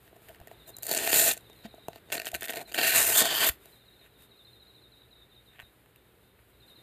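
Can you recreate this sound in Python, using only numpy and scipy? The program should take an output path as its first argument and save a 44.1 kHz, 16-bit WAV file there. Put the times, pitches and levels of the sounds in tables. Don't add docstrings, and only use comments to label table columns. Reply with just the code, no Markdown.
import sys
import numpy as np
from scipy import signal
from scipy.fft import rfft, irfft, next_fast_len
from scipy.io import wavfile
from scipy.ndimage import uniform_filter1d

SR = 44100
rng = np.random.default_rng(int(sys.argv[2]) if len(sys.argv) > 2 else 0)


def decibels_to_gain(level_db):
    exponent = np.asarray(level_db, float) / 20
    return 10 ** exponent


def materialize(psi):
    bounded = np.clip(np.atleast_2d(psi).T, -1, 1)
    quanta = np.round(bounded * 32767).astype(np.int16)
    wavfile.write(sys.argv[1], SR, quanta)


N = 300762
PAD = next_fast_len(N + 8192)
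HZ = np.maximum(np.fft.rfftfreq(PAD, 1 / SR), 1)

# (t/s, loose flap resonance f/Hz, share of the sole level/dB,
# looseness of the flap [0-1])
SOLE_HANG = [(0, 1930, 8.5, 0.54), (.76, 1700, 11, 1), (.83, 4600, -2.5, 0.8), (.92, 4170, 1.5, 0.9),
             (.97, 4160, 0, 0.3), (1.09, 2570, -3.5, 0.5), (1.17, 4030, -3, 0.46), (1.33, 3690, -8, 0.5),
             (2.13, 2480, 0.5, 0.44), (2.28, 2580, -8, 0.5), (2.35, 2440, -4.5, 0.92),
             (2.45, 2007, -9.5, 0.73), (2.63, 2416, 5.5, 0.95), (2.8, 2630, -8, .85),
             (3.02, 2500, -8.5, 0.5), (3.1, 2290, -4, .4), (3.16, 3470, -9, 1), (3.3, 3276, -12, 1),
             (3.41, 3050, -12.5, 1), (3.47, 3390, -9, 0.85)]


def in_time(rows):
    s, *columns = np.transpose(rows)
    return [np.interp(np.arange(N) / SR, s, c) for c in columns]


def at_hz(points):
    hz, db = np.transpose(points)
    return np.interp(np.log(np.minimum(HZ, 14000)), np.log(hz), db)


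def drift(rate):
    knots = rng.standard_normal(2000)
    return np.interp(np.arange(N) / SR * rate, np.arange(len(knots)), knots)


def stretch(start_s, length_s):
    first = round(start_s * SR)
    return slice(first, first + round(length_s * SR))


def nearest(hz, choices):
    return np.abs(np.log(hz) - np.log(choices)[:, None]).argmin(axis=0)


def causal(db):
    cepstrum = irfft(db * np.log(10) / 20, PAD)
    cepstrum[1:PAD // 2] *= 2
    cepstrum[PAD // 2 + 1:] = 0
    response = np.exp(rfft(cepstrum))
    return response / np.sqrt(np.mean(np.abs(response) ** 2))


def hump(hz, width_hz, db):
    return db / (1 + (2 * (HZ - hz) / width_hz) ** 2)


def slope(low_hz, high_hz):
    return -10 * np.log10((1 + (low_hz / HZ) ** 10) * (1 + (HZ / high_hz) ** 10))


def noise(spectrum, level_db):
    shaped = irfft(rfft(rng.standard_normal(PAD)) * decibels_to_gain(at_hz(spectrum)), PAD)[:N]
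    return decibels_to_gain(level_db) * shaped / np.sqrt(np.mean(shaped ** 2) + 1e-20)


def murmur(busy_db):
    # (f/Hz, level/dB per Hz)
    murmur_spectrum = [(88, -43), (150, 0), (246, -3.5), (428, 0.5), (540, -5.5), (1120, -12.5),
                       (1540, -10), (3390, -17), (3780, -13), (5730, -38), (6000, -44.5), (7800, -41),
                       (13200, -120)]
    return noise(murmur_spectrum, -66 + 1.31 * busy_db)


def rumble(busy_db):
    # (f/Hz, level/dB per Hz)
    rumble_spectrum = [(20, -43), (30, -18.5), (40, -13), (55, 2), (80, -2), (100, -5), (121, 6),
                       (140, -13.5), (200, -27.5), (400, -64.5)]
    shake_db, shake_s = -32, 0.06
    strength_db, brisk_db, _ = effort()
    shake = uniform_filter1d(decibels_to_gain(strength_db + brisk_db + shake_db), round(shake_s * SR))
    rest_db = -68 + 0.98 * busy_db
    return noise(rumble_spectrum, 10 * np.log10(decibels_to_gain(2 * rest_db) + shake ** 2))


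def rustle(busy_db):
    # (f/Hz, level/dB per Hz)
    hiss = [(2940, -4.5), (5000, -12), (5810, -21.5), (6560, -12), (7060, -11), (9100, -6), (11500, -5.5),
            (13600, 0.5), (14000, -3.5)]
    # (start t/s, end t/s, lift level/dB)
    slides = [
        (0, 0.104, 4.5),
        (0.217, 0.358, 7.5),
        (0.504, 0.54, 6),
        (3.588, 3.786, 8),
        (4.173, 4.27, 9),
        (6.661, 6.74, 5.5),
    ]
    rustle_db = -68.5 + busy_db + 1.2 * drift(30)
    for start, end, db in slides:
        a, b = round(start * SR), round(end * SR)
        rustle_db[a:b] += db * np.sin(np.linspace(0, np.pi, b - a)) ** .5
    return noise(hiss, rustle_db), noise(hiss, rustle_db)


def effort():
    # (t/s, pull strength level/dB, briskness: hooks over backing level/dB)
    pulls = [
        [(0.826, -61, 10), (0.876, -52, 4.5), (0.895, -40, 2.5), (0.96, -39.5, 4.5), (0.966, -34, 7),
         (0.998, -38.5, 3.5), (1.106, -36, 5.5), (1.11, -36.5, 8)],
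        [(1.11, -43.5, -1), (1.116, -34, 8), (1.15, -31, 7), (1.2, -31, 10.5), (1.25, -33.5, 9),
         (1.284, -31, 10), (1.312, -34, 4), (1.338, -47, 11.5)],
        [(2.74, -34.5, -2), (2.773, -41, -0.5), (2.779, -31.5, -5), (2.88, -29.5, 2), (2.935, -30.5, 0),
         (2.96, -27, 5.5), (3.0, -28.5, 7), (3.03, -32, 7.5), (3.06, -34.5, 10)],
        [(3.06, -35, 10.5), (3.14, -34, 8), (3.16, -30.5, 7.5), (3.172, -29.5, 8), (3.195, -25.5, 6.5),
         (3.226, -25.5, 0)],
        [(3.228, -29.5, -3.5), (3.255, -31.5, -0.5), (3.265, -29.5, -1), (3.282, -35, -2.5), (3.29, -30, -6),
         (3.368, -31, -3), (3.432, -27.5, -2), (3.45, -29.5, 3.5)],
    ]
    # (t/s, pull strength level/dB, briskness level/dB)
    last_jerk = [
        (3.45, -34, -1.5),
        (3.47, -31.5, 5.5),
        (3.487, -35, 7.5),
        (3.498, -31.5, 1.5),
    ]
    # (start t/s, length t/s, strength level/dB, briskness level/dB)
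    tugs = [
        (2.105, 0.083, -37, 4),
        (2.157, 0.032, -39, 2),
        (2.24, 0.057, -43, 3),
        (2.334, 0.032, -41, 2),
        (2.415, 0.069, -50, 5),
        (2.489, 0.037, -34, 2.5),
        (2.51, 0.045, -43, -1),
        (2.553, 0.067, -44.5, -3),
        (2.738, 0.021, -46, 10.5),
        (5.592, 0.037, -51, -8),
    ]
    # (start t/s, length t/s, change level/dB)
    catches = [(0.872, 0.0046, -1), (.921, 0.0046, 0), (0.928, 0.0071, -10), (0.943, 0.0031, -3),
               (.955, 0.0048, -6), (0.979, .006, -7), (1.053, 0.0043, -8), (1.107, .006, -5),
               (2.184, 0.0064, -14), (2.241, 0.0047, -12), (2.251, .0045, -14), (2.284, .008, -7),
               (2.421, .006, -12), (2.47, 0.021, -6), (2.521, .008, -4), (2.727, 0.0061, 0),
               (3.054, 0.0066, -4.5), (3.28, 0.0089, -1.5)]
    # (start t/s, length t/s, strength level/dB, briskness level/dB)
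    rubs = [(0.027, 0.066, -74.5, -3), (0.152, 0.018, -69.5, 1), (0.402, 0.033, -70.5, -12),
            (1.899, 0.088, -63.5, -2), (4.0, 0.077, -65, -6.5), (0.274, 0.042, -64.5, -8),
            (0.664, 0.041, -62, 10), (1.629, 0.038, -54.5, -6.5), (2.087, 0.032, -58, 0),
            (2.663, 0.048, -55.5, 0.5), (5.505, 0.076, -61.5, -14)]
    # (t/s, strength level/dB, briskness level/dB)
    lingers = [
        (1.338, -51, 0.5),
        (3.497, -47.5, -0.5),
    ]
    tug_attack_s, tug_fade_db = 0.015, 8
    slow_pull_db, slip_depth_db = -31.5, -3.5
    rub_swell_db = 15.5
    linger_s, linger_fade_db = 0.062, 23

    strength_db, brisk_db = np.full(N, -200.), np.zeros(N)
    for pull in pulls + [last_jerk]:
        a, b = round(pull[0][0] * SR), round(pull[-1][0] * SR)
        strength_db[a:b], brisk_db[a:b] = (c[a:b] for c in in_time(pull))
    for start, length, db, brisk in tugs:
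        span = stretch(start, length)
        after = np.arange(span.stop - span.start) / SR
        attack_db = -12 * np.maximum(1 - after / tug_attack_s, 0)
        strength_db[span] = db - tug_fade_db * after / length + attack_db
        brisk_db[span] = brisk
    creep = slice(round(2.1 * SR), round(2.63 * SR))
    strength_db[creep] = np.maximum(strength_db[creep], -61)
    for start, length, db in catches:
        strength_db[round(start * SR):round((start + length) * SR)] += db
    slip_db = slip_depth_db * np.clip((slow_pull_db - strength_db) / 10, 0, 1)
    for start, length, db, brisk in rubs:
        span = stretch(start, length)
        part = np.linspace(0, 1, span.stop - span.start)
        strength_db[span] = db - rub_swell_db * (1 - np.sin(2.2 * part))
        brisk_db[span], slip_db[span] = brisk, 0
    for start, db, brisk in lingers:
        span = stretch(start, linger_s)
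        part = np.linspace(0, 1, span.stop - span.start)
        strength_db[span] = db - linger_fade_db * part
        brisk_db[span], slip_db[span] = brisk, 1
    return strength_db, brisk_db, slip_db


def slips():
    slips_per_s = 100
    at = np.arange(N)
    last = np.maximum.accumulate(at * (rng.random(N) < slips_per_s / SR))
    size = 0.36 * rng.standard_normal(N)[last]
    decay = 0.37 * (1 - (at - last) * slips_per_s / SR)
    return np.maximum(size + decay, -2.5)


def sizes(spread_db):
    return decibels_to_gain(spread_db * np.minimum(rng.exponential(1, N), 3)) * rng.choice([-1, 1], N)


def hook_swarm(sole_db):
    strength_db, brisk_db, depth_db = effort()
    patchy_db = sole_db + 3 * drift(25.02)
    strength = decibels_to_gain(strength_db + np.array([brisk_db, 0 * sole_db, patchy_db]))
    per_s = np.clip(strength[0] * 140000.0, 1000, 10000)
    per_s[depth_db == 0] = 4600
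    clump = decibels_to_gain(np.maximum(2.6 * drift(130) + 1.1 * drift(45), -3.5))
    clicks = sizes(2.1) * (rng.random(N) < per_s * clump / SR)
    clicks = clicks * np.sqrt(SR / per_s)
    clicks = clicks * decibels_to_gain(depth_db * slips() - 0.03 * depth_db ** 2)
    return strength * clicks / np.sqrt(np.mean(clicks[strength_db > -100] ** 2))


def releases():
    # (t/s, hooks level/dB, backing level/dB, sole level/dB)
    touches = [(.1288, -72, -58, -29.5), (.2197, -45, -54, -29.5), (.2859, -33, -32, -40),
               (.2915, -34, -33, -43), (.3472, -39, -32.5, -43), (.401, -37, -37, -29.5),
               (.4728, -30, -33, -30), (.5137, -43, -33, -22), (1.3688, -24, -39, -23.5),
               (1.3762, -19.5, -28, -53), (1.4984, -35, -40, -26), (1.5307, -39, -43, -60),
               (1.562, -42, -50, -60), (1.59, -47, -43, -53), (1.655, -40, -29, -20.5),
               (1.741, -62, -70, -27), (1.747, -39, -55, -48), (1.408, -37, -48, -55),
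               (1.7807, -50, -52, -24.5), (1.8837, -20.5, -23, -5), (1.9591, -31, -31.5, -21.5),
               (3.6572, -32, -36.5, -32), (4.013, -52, -38, -42), (4.0619, -52, -39, -59),
               (4.2225, -41, -40, -62), (5.5854, -54, -35, -37), (5.5924, -51, -22.5, -31),
               (5.5997, -39.5, -19.5, -30), (5.6262, -62, -39, -38), (5.86, -49, -38, -60),
               (5.9599, -39.5, -36, -57), (6.3911, -57, -37.5, -51.5), (.078, -48, -37.5, -43),
               (.162, -48, -45, -43), (.228, -44, -55, -45), (.358, -43, -41, -44), (.362, -57, -40, -44),
               (.414, -47, -39, -25), (.481, -38, -34, -41), (1.932, -40.5, -31, -32),
               (2.087, -55, -46, -29)]
    # (t/s, energy level/dB, briskness level/dB)
    firsts = [(0.767, -44, 23.5), (0.785, -36, 13), (0.825, -33.5, 10.5), (0.8315, -25, 12),
              (.8392, -32, 12), (0.8487, -38.5, 14), (0.8545, -30.5, 10), (0.867, -22.5, 14),
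              (.888, -27, 9), (0.8925, -19, 8), (0.9134, -11, 7), (0.9292, -17, 10), (0.938, -14.5, 8),
              (.9478, -18.5, 15), (0.9638, -19, 0), (0.9704, -15, 2.5), (.976, -13.5, 11),
              (0.9865, -14.5, 5), (2.7172, -27.5, -3.5), (2.7214, -22, -1), (2.73, -26, 0),
              (2.7449, -10, -8), (2.7546, -15, -18), (2.759, -17, -6), (2.777, -12, -11.5),
              (2.7878, -6.5, -10)]
    # (t/s, energy level/dB, briskness level/dB)
    single_snaps = [(2.102, -28, -5), (2.1198, -17, -4), (2.125, -10, 0), (2.1315, -12.5, -2),
                    (2.1407, -24.5, 12), (2.1531, -15.5, -3), (2.169, -24, 7), (2.1798, -11.5, -15),
                    (2.1989, -12, -4), (2.2177, -15.5, -5), (2.247, -22, -9), (2.256, -21, 6),
                    (2.263, -18, -8), (2.2692, -11, -5), (2.2758, -23, 2), (2.2873, -21.5, 3),
                    (2.3166, -25, 5), (2.343, -14, 0), (2.3482, -10, -4), (2.3534, -15.5, -1),
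                    (2.409, -28, 10), (2.423, -12, -11), (2.431, -16, 2), (2.4412, -16, -3),
                    (2.4583, -20.5, -4), (2.483, -14.5, -5), (2.4952, -12, -14), (2.504, -14.5, -7),
                    (2.539, -16, -10), (2.5713, -19, 0),
                    (1.049, -24, 2), (1.063, -23, 6), (1.075, -7, 1), (1.113, -20.5, 11), (1.190, -12, 6),
                 (2.807, -20, -3), (2.832, -6, -2), (2.877, -10, 0), (3.182, -13, 12), (3.369, -12.5, 2),
                 (1.101, -15, -0.5), (1.13, -3.5, -7), (1.142, -9, 9), (1.146, -9.5, 2), (1.160, -10, 6.5),
                 (1.165, -13.5, -1), (1.195, -8, 4), (1.281, -10, 6), (1.291, -7.5, 2), (2.175, -22, -2),
                 (2.183, -25, -6), (2.195, -28, 6), (2.279, -19, 3), (2.283, -26, 3), (2.292, -42, 9),
                 (2.360, -29, 4), (2.397, -43, -3), (2.413, -28.5, 4), (2.421, -20, -3), (2.446, -17.5, -5),
                 (2.449, -20.5, -1), (2.454, -23, 8), (2.461, -23, 1), (2.475, -25, -3), (2.487, -20.5, -2),
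                 (2.491, -20, -6), (2.499, -17, -13), (2.524, -15, -11), (2.535, -20, -1),
                 (2.551, -24.5, 2), (2.558, -22, 4), (2.569, -24.5, -2), (2.575, -27, 3), (2.585, -35, 3),
                 (2.814, -6.5, -9), (2.849, -10.5, -1), (3.028, -10, 11), (3.046, -13, 2), (3.158, -9.5, 5),
                 (3.162, -7.5, 1), (3.255, -4, -2), (3.292, -20, -10), (3.489, -8, 3.5)]
    flap_spread_db, sole_spread_db = 0.96, -1.5

    flap_hz, sole_db, _ = in_time(SOLE_HANG)
    train = hook_swarm(sole_db)
    snaps = [(s, db + brisk, db, db + sole_db[round(s * SR)])
             for s, db, brisk in firsts + single_snaps]
    after = np.arange(100)
    for k, (s, *energy_db) in enumerate(touches + snaps):
        group = rng.standard_normal(100) * (rng.standard_normal(100) > 1.17) * decibels_to_gain(-.16 * after)
        group[0] = 1.5
        sole, flap = rng.standard_normal(2)
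        is_snap = k >= len(touches)
        energy = decibels_to_gain(np.array(energy_db) + [0, 0, sole_spread_db * sole * is_snap])
        at = round(s * SR)
        train[:, at + after] += energy[:, None] * group / np.linalg.norm(group)
        flap_hz[at + after] = flap_hz[at] * decibels_to_gain(flap_spread_db * flap)
    return train, flap_hz


def tear_colour():
    # (f/Hz, level/dB per Hz)
    tear = [(71, -47), (120, -8), (261, -4.5), (465, -5), (524, -8), (665, 1.5), (1160, -4), (1540, 0.5),
            (2200, -0.5), (3610, -2.5), (5710, -4.5), (7400, -1.5), (11000, -6), (14000, -6.5)]
    # (f/Hz, width f/Hz, level/dB)
    body = [(417.4, 300, 11), (674, 180, 9.5), (1516, 120, 9), (1836, 180, 9.5), (5850, 650, -6.5),
            (7540, 270, 2.5), (14050, 1500, 8)]
    return at_hz(tear) + sum(hump(*mode) for mode in body)


def backing_ring(clicks, flap_hz, tear_db):
    pressed_back_s = 3.9
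    flaps = np.geomspace(1700, 4500, 9)
    dealt = nearest(flap_hz * decibels_to_gain(rng.normal(0, .25, N)), flaps)
    dealt[round(pressed_back_s * SR):] = -1
    loose = np.clip(in_time(SOLE_HANG)[2], 0, 1)
    dull = causal(tear_db + slope(1400, 3600) + hump(2650, 700, 10.0) + hump(2100, 600, 2.4))
    ring = rfft(clicks * (dealt < 0), PAD) * dull
    whole = causal(tear_db + slope(1236, 8800) + hump(2700, 440, 11.0) + hump(4300, 900, 6.6))
    ring = ring + rfft(clicks * (dealt >= 0) * np.sqrt(1 - loose ** 2), PAD) * whole
    for k, hz in enumerate(flaps):
        duller_db = -5.0 * np.log2(np.maximum(HZ / hz, 1))
        duller_db = duller_db - 3.6 * np.log2(np.maximum(hz / HZ / 0.8, 1))
        modes_db = hump(hz, 400, 13) + hump(1.33 * hz, 500, -5)
        modes_db = modes_db + hump(min(1.68 * hz, 4600), 800, 17 * min(1, 2600 / hz) ** 2)
        flap = causal(tear_db + slope(1150, 5900) + modes_db + duller_db)
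        ring = ring + rfft(clicks * loose * (dealt == k), PAD) * flap
    return ring


def hook_ring(clicks, faces, tear_db):
    # (t/s, treble resonance f/Hz)
    strip_length = [(.85, 7800), (1.0, 7500), (1.06, 8200), (1.16, 7500), (1.28, 8200), (2.13, 7700),
                    (2.3, 10000), (2.8, 7600), (2.85, 9500), (2.92, 7600), (3.0, 8500), (3.09, 10300),
                    (3.17, 9000), (3.22, 9000), (3.3, 7600), (3.37, 12000), (3.41, 8500), (3.45, 11000)]
    strips = np.geomspace(7000, 13000, 9)
    route = nearest(in_time(strip_length)[0] * decibels_to_gain(1.5 * rng.standard_normal(N)), strips)
    ring = 0
    for k, hz in enumerate(strips):
        modes_db = hump(hz, 1800, 5.2) + hump(12900, 2530, 3.1) + hump(6750, 900, 1.9)
        hooks = causal(tear_db + slope(5950, SR) + modes_db)
        paths = rng.standard_normal((2, 130)) * decibels_to_gain(-np.arange(130) * 0.18)
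        paths[:, 0] = 2.1
        paths = rfft(paths / np.linalg.norm(paths, axis=1)[:, None], PAD)
        ring = ring + rfft(clicks * faces * (route == k), PAD) * hooks * paths
    return ring


def fastener():
    # (t/s, treble level/dB)
    facing = [(.83, 6.5), (.91, 4), (.98, -2), (1.04, 3), (1.19, 2.5), (1.29, 1.5), (1.33, 3), (2.1, 1.5),
              (2.74, 4.5), (2.84, 4), (2.91, 5.5), (3.0, 0.5), (3.15, 1.5), (3.195, 1.5), (3.29, 0.5),
              (3.37, 6), (3.43, 2.5), (3.49, 6)]
    beam_hz = 10500
    flex_s, flex_db = 2.94, -11.5
    train, flap_hz = releases()
    hooks, backing, sole = train
    tear_db = tear_colour()
    faces = np.array([np.ones(N), rng.choice([-1, 1], N)])
    mid, side = hook_ring(hooks, faces, tear_db)
    mid = mid + rfft(sole, PAD) * causal(tear_db + slope(100, 1015))
    mid = mid + backing_ring(backing, flap_hz, tear_db)
    flexing = backing * faces[1] * (np.arange(N) > flex_s * SR)
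    mid = mid + decibels_to_gain(flex_db) * rfft(flexing, PAD) * causal(slope(850, 1262))
    both = np.array([mid, side])
    whole = irfft(both, PAD)[:, :N]
    top = irfft(both / (1 + (beam_hz / HZ) ** 12), PAD)[:, :N]
    return whole + (decibels_to_gain(in_time(facing)[0]) - 1) * top


def knocks():
    # (t/s, peak level/dB, f/Hz, t60 t/s)
    knock_events = [
        (0.411, -34.5, 81, 0.026),
        (1.649, -33, 217, 0.08),
        (1.884, -34, 152, 0.025),
        (2.336, -41.5, 72.7, 0.12),
        (2.331, -30, 680, 0.054),
        (2.586, -58, 695, 0.057),
        (3.217, -28, 207, 0.044),
        (3.496, -29, 58.3, 0.066),
        (5.631, -47, 70.2, 0.088),
    ]
    out, after = np.zeros(N + 9000), np.arange(9000) / SR
    for s, db, hz, t60 in knock_events:
        push = np.minimum(after / .003, 1)
        ring = np.sin(2 * np.pi * hz * after) * decibels_to_gain(db - 60 * after / t60) * push
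        out[round(s * SR):][:9000] += ring
    return out[:N]


def bird():
    # (start t/s, peak level/dB)
    trill = [(.584, -56.5), (.660, -53.5), (.734, -50.5), (.809, -53), (1.557, -57), (1.622, -56),
             (1.69, -54.5), (1.758, -65), (2.655, -53), (3.724, -57), (3.790, -58), (3.860, -57),
             (3.931, -58), (3.993, -55), (4.296, -55), (4.375, -52), (4.451, -52), (4.525, -53.5),
             (4.598, -52.5), (4.675, -54), (4.748, -54), (4.819, -54), (6.604, -57.5), (6.681, -53),
             (6.757, -53)]
    # (start t/s, peak level/dB)
    twitter = [(.524, -60), (1.397, -60), (1.447, -56.5), (1.491, -55), (1.525, -69), (1.59, -59),
               (1.65, -60), (1.72, -60), (1.776, -58), (1.807, -56), (1.840, -58), (1.876, -60),
               (1.908, -58), (1.94, -75), (1.97, -75), (2.03, -72), (2.06, -64), (3.600, -64), (3.668, -60),
               (4.100, -67), (4.140, -62), (4.180, -62), (4.218, -61), (4.25, -67), (4.922, -55),
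               (4.972, -58), (5.010, -54.5), (5.112, -54), (5.158, -55.5), (5.202, -54), (5.303, -56.5),
               (5.350, -54.5), (5.464, -54.5), (5.507, -59), (5.623, -54.5), (5.962, -66), (6.015, -72),
               (6.05, -73), (6.215, -70), (6.25, -68.5), (6.29, -69), (6.529, -65)]
    fall_spread, note_dip_db = 0.27, 13
    out = np.zeros(N + SR)
    for notes, top_hz, bottom_hz, length in ((trill, 4170, 3440, 0.048), (twitter, 4050, 3480, 0.0357)):
        part = np.linspace(0, 1, round(length * SR))
        for s, db in notes:
            high, far, dip = rng.standard_normal(3)
            fall_hz = (bottom_hz - top_hz) * (1 - fall_spread * abs(far))
            hz = (1 + 0.0056 * high) * (top_hz + fall_hz * np.sin(1.365 * part) ** 1.243)
            note = np.sqrt(np.sin(np.pi * part ** 0.9)) * np.sin(np.cumsum(2 * np.pi * hz / SR))
            note = note * decibels_to_gain(-note_dip_db * np.exp(-((part - .42 - .1 * dip) / .11) ** 2))
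            out[round((s - .004) * SR):][:len(part)] += decibels_to_gain(db - 4) * note
    out[:N] *= decibels_to_gain(2 * drift(130))
    after = np.arange(9000) / SR
    echoes = rng.standard_normal(9000) * decibels_to_gain(-27.5 - 60 * after / 0.28)
    echoes[0] = 1
    return signal.fftconvolve(out, echoes)[:N]


def bench(x):
    after = np.arange(9000) / SR
    tail = rng.standard_normal(9000) * decibels_to_gain(-41 - 60 * after / .13) * (after > .003)
    return x + signal.fftconvolve(x, tail[None], axes=1)[:, :N]


def scene():
    # (t/s, level over rest level/dB)
    busy = [
        (0, 2),
        (.564, 4.5),
        (.64, 4),
        (1.42, 4),
        (2.07, 3),
        (3.56, 4),
        (3.73, 1.5),
        (6.3, 0.5),
        (6.62, 1.5),
        (6.82, 3),
    ]
    side_edge_hz, side_db = 7130, -6
    busy_db, = in_time(busy)
    rustle_mid, rustle_side = rustle(busy_db)
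    mid, side = bench(fastener())
    mid = mid + rustle_mid + murmur(busy_db) + rumble(busy_db) + knocks() + bird()
    treble = signal.butter(8, side_edge_hz, "high", fs=SR, output="sos")
    side = decibels_to_gain(side_db) * signal.sosfilt(treble, side + rustle_side)
    return np.array([mid + side, mid - side])


def roll_off(x):
    return signal.sosfilt(signal.butter(12, 15620, fs=SR, output="sos"), x)


def record(dry):
    edge = signal.firwin(1401, 14250, window=("kaiser", 6.5), fs=SR)
    cut = signal.fftconvolve(dry, edge[None], "same", axes=1)
    return roll_off(cut)


dry = scene()
out = record(dry)
materialize(out)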